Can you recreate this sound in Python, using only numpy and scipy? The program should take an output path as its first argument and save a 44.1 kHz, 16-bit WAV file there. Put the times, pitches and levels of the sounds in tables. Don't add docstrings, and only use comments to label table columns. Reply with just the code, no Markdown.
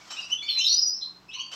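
import sys
import numpy as np
from scipy import signal
from scipy.fft import rfft, irfft, next_fast_len
from scipy.io import wavfile
from scipy.ndimage import uniform_filter1d, map_coordinates

SR = 44100
rng = np.random.default_rng(int(sys.argv[2]) if len(sys.argv) > 2 else 0)


def volts_from_db(level):
    exponent = np.asarray(level, float) / 20
    return 10 ** exponent


def master(y):
    cut = np.clip(np.atleast_2d(y).T, -1, 1)
    pcm = np.round(cut * 32767)
    wavfile.write(sys.argv[1], SR, pcm.astype(np.int16))


N = 68355

# frequency in Hz, density in dB per Hz.
AIR_COLOUR = [(20, -65), (55, -10.5), (95, -20), (280, -8), (490, -18), (1050, -13), (2000, -22),
              (5000, -24.5), (9000, -36), (15600, -43)]
# frequency in Hz, level in dB.
HUM_TONES = [(125, -71), (182, -69), (310, -70.5)]
# frequency in Hz, density in dB per Hz.
HISS_COLOUR = [(5760, -43), (9800, -24.5), (11700, -23), (12800, -15), (14600, -2), (15500, 0)]
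# frequency in Hz, time to fall 60 dB in seconds.
ROOM_DECAY = [(500, 1), (3000, 0.49), (4200, 0.36), (6000, 0.39), (7000, 0.17), (12000, 0.1)]
# start in seconds, level in dB, time to fall 60 dB in seconds.
WING_BEATS = [(-.01, -49.5, 0.97), (0.051, -57.5, 0.54), (0.102, -45, 0.8), (0.141, -64.5, 0.27),
              (0.199, -53, 0.52), (.3, -55, 0.22), (0.419, -58, 0.6), (1.237, -76, 0.2), (1.311, -60, 0.6),
              (.96, -64, .4), (1.462, -61, .4), (0.481, -60.5, 0.69), (1.513, -43.5, 0.44),
              (1.531, -52, 0.42)]
# frequency in Hz, density in dB per Hz.
FEATHER_COLOUR = [(240, -49), (400, -24.5), (1200, -11.5), (2000, -20), (3060, -18), (3360, -18.5),
                  (5400, -14.5), (9660, -32.5), (15500, -51.5)]

# start in seconds, length in seconds, first and last pitch in Hz.
# Its level table holds one level in dB per call; its overtones are the 2nd and 3rd partial in dB.
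CHATTER_CALLS = [(.455, .04, 5000, 5500), (.5, .05, 5600, 5300), (.105, .025, 6800, 7600),
                 (.42, .025, 5800, 6800), (.584, .03, 7000, 6300), (.885, .05, 7000, 7600),
                 (.2, .05, 4300, 5000), (.478, .04, 2300, 3000), (1.012, .03, 3300, 3800),
                 (1.335, .09, 2350, 2800), (.94, .05, 5700, 5300), (.555, .03, 2100, 2500),
                 (1.32, .05, 3200, 4000)]
CHATTER_LEVELS = [-48.5, -45.5, -45, -54.5, -38.5, -69, -45, -39, -41, -47, -40, -46, -48]
COO_CALLS = [
    (1.355, .05, 1050, 1065),
    (1.055, .04, 1100, 1090),
    (.555, .04, 1020, 1020),
    (.135, .03, 1250, 1280),
]
COO_LEVELS = [-51, -58.5, -60, -52]
COO_OVERTONES = [-40, -50]
FAR_CALLS = [(.08, .02, 3100, 3120), (.1, .02, 3900, 3900), (.158, .055, 3450, 3920),
             (.96, .03, 4150, 4150), (1.015, .045, 3950, 4130), (1.523, .03, 3000, 3090),
             (1.308, .16, 2900, 4530), (.63, .03, 7100, 7150), (.0, .03, 2250, 2250),
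             (1.008, .022, 3300, 4120), (.478, .04, 2400, 3560), (.583, .075, 6900, 5300),
             (.678, .04, 4950, 4280), (.57, .03, 5400, 6000), (.1, .02, 5300, 5500)]
FAR_LEVELS = [-48, -46, -40.5, -50.5, -33, -31, -44.5, -52, -55.5, -36, -29.5, -30.5, -22, -35.5, -40]
FAR_OVERTONES = [-50, -44]
WHISTLE_CALLS = [(.485, .125, 4500, 4020), (.61, .05, 3530, 3560), (.643, .022, 3950, 3800),
                 (.658, .095, 5000, 5900), (.7, .07, 4200, 4850), (.768, .018, 4980, 5030),
                 (.815, .03, 4980, 5000), (.873, .03, 5020, 4970), (.785, .1, 5200, 5800),
                 (.93, .035, 5800, 5200), (.372, .1, 3330, 3520), (1.3, .02, 2850, 2900),
                 (.655, .05, 3600, 4300), (.42, .04, 4000, 4620), (.42, .02, 2200, 2310)]
WHISTLE_LEVELS = [-25.5, -30.5, -20, -22.5, -26.5, -18.5, -21, -24.5, -26.5, -33.5, -38.5, -47, -25, -41,
                  -44]
WHISTLE_OVERTONES = [-37, -35]
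CHIRP_CALLS = [(.103, .025, 2250, 2600), (.112, .025, 2700, 3080), (.163, .03, 2300, 2850),
               (.222, .035, 2550, 2890), (.297, .035, 2500, 3030), (.57, .035, 2480, 2750),
               (.6, .06, 2750, 3190), (1.281, .02, 2540, 2620), (1.33, .022, 2400, 3050),
               (1.385, .028, 2400, 3170), (1.515, .016, 2300, 3050)]
CHIRP_LEVELS = [-44, -38, -35, -35, -28, -31, -32, -47, -37, -38, -43]
CHIRP_OVERTONES = [-8, -28]

CHIRP_BEND, WHISTLE_BEND, FAR_BEND = 4, 3.6, 6.5
CHIRP_WET_DB, WHISTLE_WET_DB, FAR_WET_DB = 5, 4, 5
CHIRP_RASP, WHISTLE_RASP, FAR_RASP, CHATTER_RASP = .42, .2, .35, 1.3
ATTACK_S, RELEASE_S = .0035, .008
QUAVER_HZ, TREMBLE_DB = 29, 3.5
CALL_SPAN, TAIL_SPAN = SR // 4, 2 * SR // 3


def unit(x):
    return x / np.sqrt(np.mean(x ** 2) + 1e-20)


def along(points, hz):
    point_hz, value = np.transpose(points)
    return np.interp(np.log(hz + 1), np.log(point_hz + 1), value)


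def wobble(rate_hz, count=N):
    knots = rng.standard_normal(int(count * rate_hz / SR) + 4)
    return map_coordinates(knots, [np.arange(count) * rate_hz / SR])


def filtered(x, response):
    size = next_fast_len(N + SR // 2)
    mirrored = np.concatenate([x, x[..., :-SR // 20:-1]], axis=-1)
    spectrum = rfft(mirrored, size) * response(np.fft.rfftfreq(size, 1 / SR))
    return irfft(spectrum, size)[..., :N]


def coloured_noise(noise, colour):
    return unit(filtered(noise, lambda hz: volts_from_db(along(colour, hz))))


def air():
    t = np.arange(N) / SR
    noise = coloured_noise(rng.standard_normal(N), AIR_COLOUR)
    hum = 0
    for hz, db in HUM_TONES:
        hum = hum + volts_from_db(db + 2.3 * wobble(6.2)) * np.sin(2 * np.pi * hz * t + .8 * wobble(20))
    return volts_from_db(-60.5 + 0.97 * wobble(5.6)) * noise + hum


def microphone_hiss(dry):
    loudness = unit(np.abs(uniform_filter1d(dry ** 2, SR // 50)) ** (1.6 / 2))
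    z = signal.stft(rng.standard_normal(N), nperseg=512)[2]
    patches = uniform_filter1d(rng.standard_normal(z.shape), size=6, axis=0)
    patches = unit(uniform_filter1d(patches, size=6, axis=1))
    hiss = signal.istft(z * volts_from_db(5.5 * patches), nperseg=512)[1][:N]
    return (volts_from_db(-86) + volts_from_db(-64) * loudness) * coloured_noise(hiss, HISS_COLOUR)


def wings():
    t = np.arange(N) / SR
    beats = 0
    for start_s, db, t60_s in WING_BEATS:
        fall = volts_from_db(db - 60 * np.clip(t - start_s, 0, 9) / t60_s)
        beats = beats + fall * np.clip((t - start_s) / 0.0045, 0, 1)
    flutter = volts_from_db(2.45 * wobble(59.63))
    return beats * flutter * coloured_noise(rng.standard_normal(N), FEATHER_COLOUR)


def room(x):
    hz, t, z = signal.stft(rng.standard_normal(SR)[:TAIL_SPAN], SR, nperseg=256)
    late = volts_from_db(-60 * t / np.clip(along(ROOM_DECAY, hz), .05, 3)[:, None])
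    early = volts_from_db(6 - 60 * t / .15)
    tail = signal.istft(z * (late + early), SR, nperseg=256)[1]
    delayed = np.pad(x, (90, 0))
    return signal.fftconvolve(delayed, tail / np.linalg.norm(tail))[:TAIL_SPAN]


def birds(calls, levels_db, overtones_db, bend, wet_db, rasp):
    out = np.zeros(N + SR)
    t = np.arange(CALL_SPAN) / SR
    for (start_s, length_s, first_hz, last_hz), db in zip(calls, levels_db):
        glide_left = (np.exp(-bend * t / length_s) - np.exp(-bend)) / (1 - np.exp(-bend))
        pitch_hz = last_hz + (first_hz - last_hz) * glide_left
        pitch_hz = pitch_hz + QUAVER_HZ * wobble(148.3, count=CALL_SPAN)
        phase = 2 * np.pi * np.cumsum(pitch_hz) / SR + rasp * wobble(500, count=CALL_SPAN)
        tone = np.sin(phase)
        tone += volts_from_db(overtones_db[0]) * np.sin(2 * phase)
        tone += volts_from_db(overtones_db[1]) * np.sin(3 * phase)
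        shape = np.clip(t / ATTACK_S, 0, 1) * np.clip((length_s - t) / RELEASE_S + 1, 0, 1)
        level = volts_from_db(db - wet_db + TREMBLE_DB * wobble(150, count=CALL_SPAN))
        call = level * shape ** 2 * tone
        start = round(start_s * SR)
        out[start:][:CALL_SPAN] += call
        out[start:][:TAIL_SPAN] += volts_from_db(wet_db) * room(call)
    return out[:N]


def far_birds():
    far = birds(CHATTER_CALLS, CHATTER_LEVELS, COO_OVERTONES, CHIRP_BEND, FAR_WET_DB, CHATTER_RASP)
    far += birds(COO_CALLS, COO_LEVELS, COO_OVERTONES, CHIRP_BEND, FAR_WET_DB, WHISTLE_RASP)
    far += birds(FAR_CALLS, FAR_LEVELS, FAR_OVERTONES, FAR_BEND, FAR_WET_DB, FAR_RASP)
    return far


def near_birds():
    near = birds(WHISTLE_CALLS, WHISTLE_LEVELS, WHISTLE_OVERTONES, WHISTLE_BEND, WHISTLE_WET_DB, WHISTLE_RASP)
    near += birds(CHIRP_CALLS, CHIRP_LEVELS, CHIRP_OVERTONES, CHIRP_BEND, CHIRP_WET_DB, CHIRP_RASP)
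    return near


def scene():
    return (air() + wings() + far_birds() + near_birds())[None]


def masked(x):
    hz, _, z = signal.stft(x, SR, nperseg=1024, boundary="even")
    power = uniform_filter1d(np.abs(z) ** 2, size=9, axis=1)
    power = np.abs(uniform_filter1d(power, size=3, axis=2))
    loudest = power[:, hz > 4700].max(axis=1, keepdims=True)
    treble = ((hz > 6250) & (hz < 10500))[:, None]
    weak = (power < volts_from_db(2 * -50) * loudest) & treble
    return signal.istft(z * ~weak, SR, nperseg=1024)[1][:, :N]


def low_pass(x):
    return signal.sosfilt(signal.butter(12, 15680, fs=SR, output="sos"), x)


def record(dry):
    mix = dry + microphone_hiss(dry)
    mix = filtered(mix, lambda hz: volts_from_db(-21.5 * np.exp(-((hz - 9550) / 756) ** 2)))
    mix = masked(mix)
    return low_pass(mix)


dry = scene()
out = record(dry)
master(out)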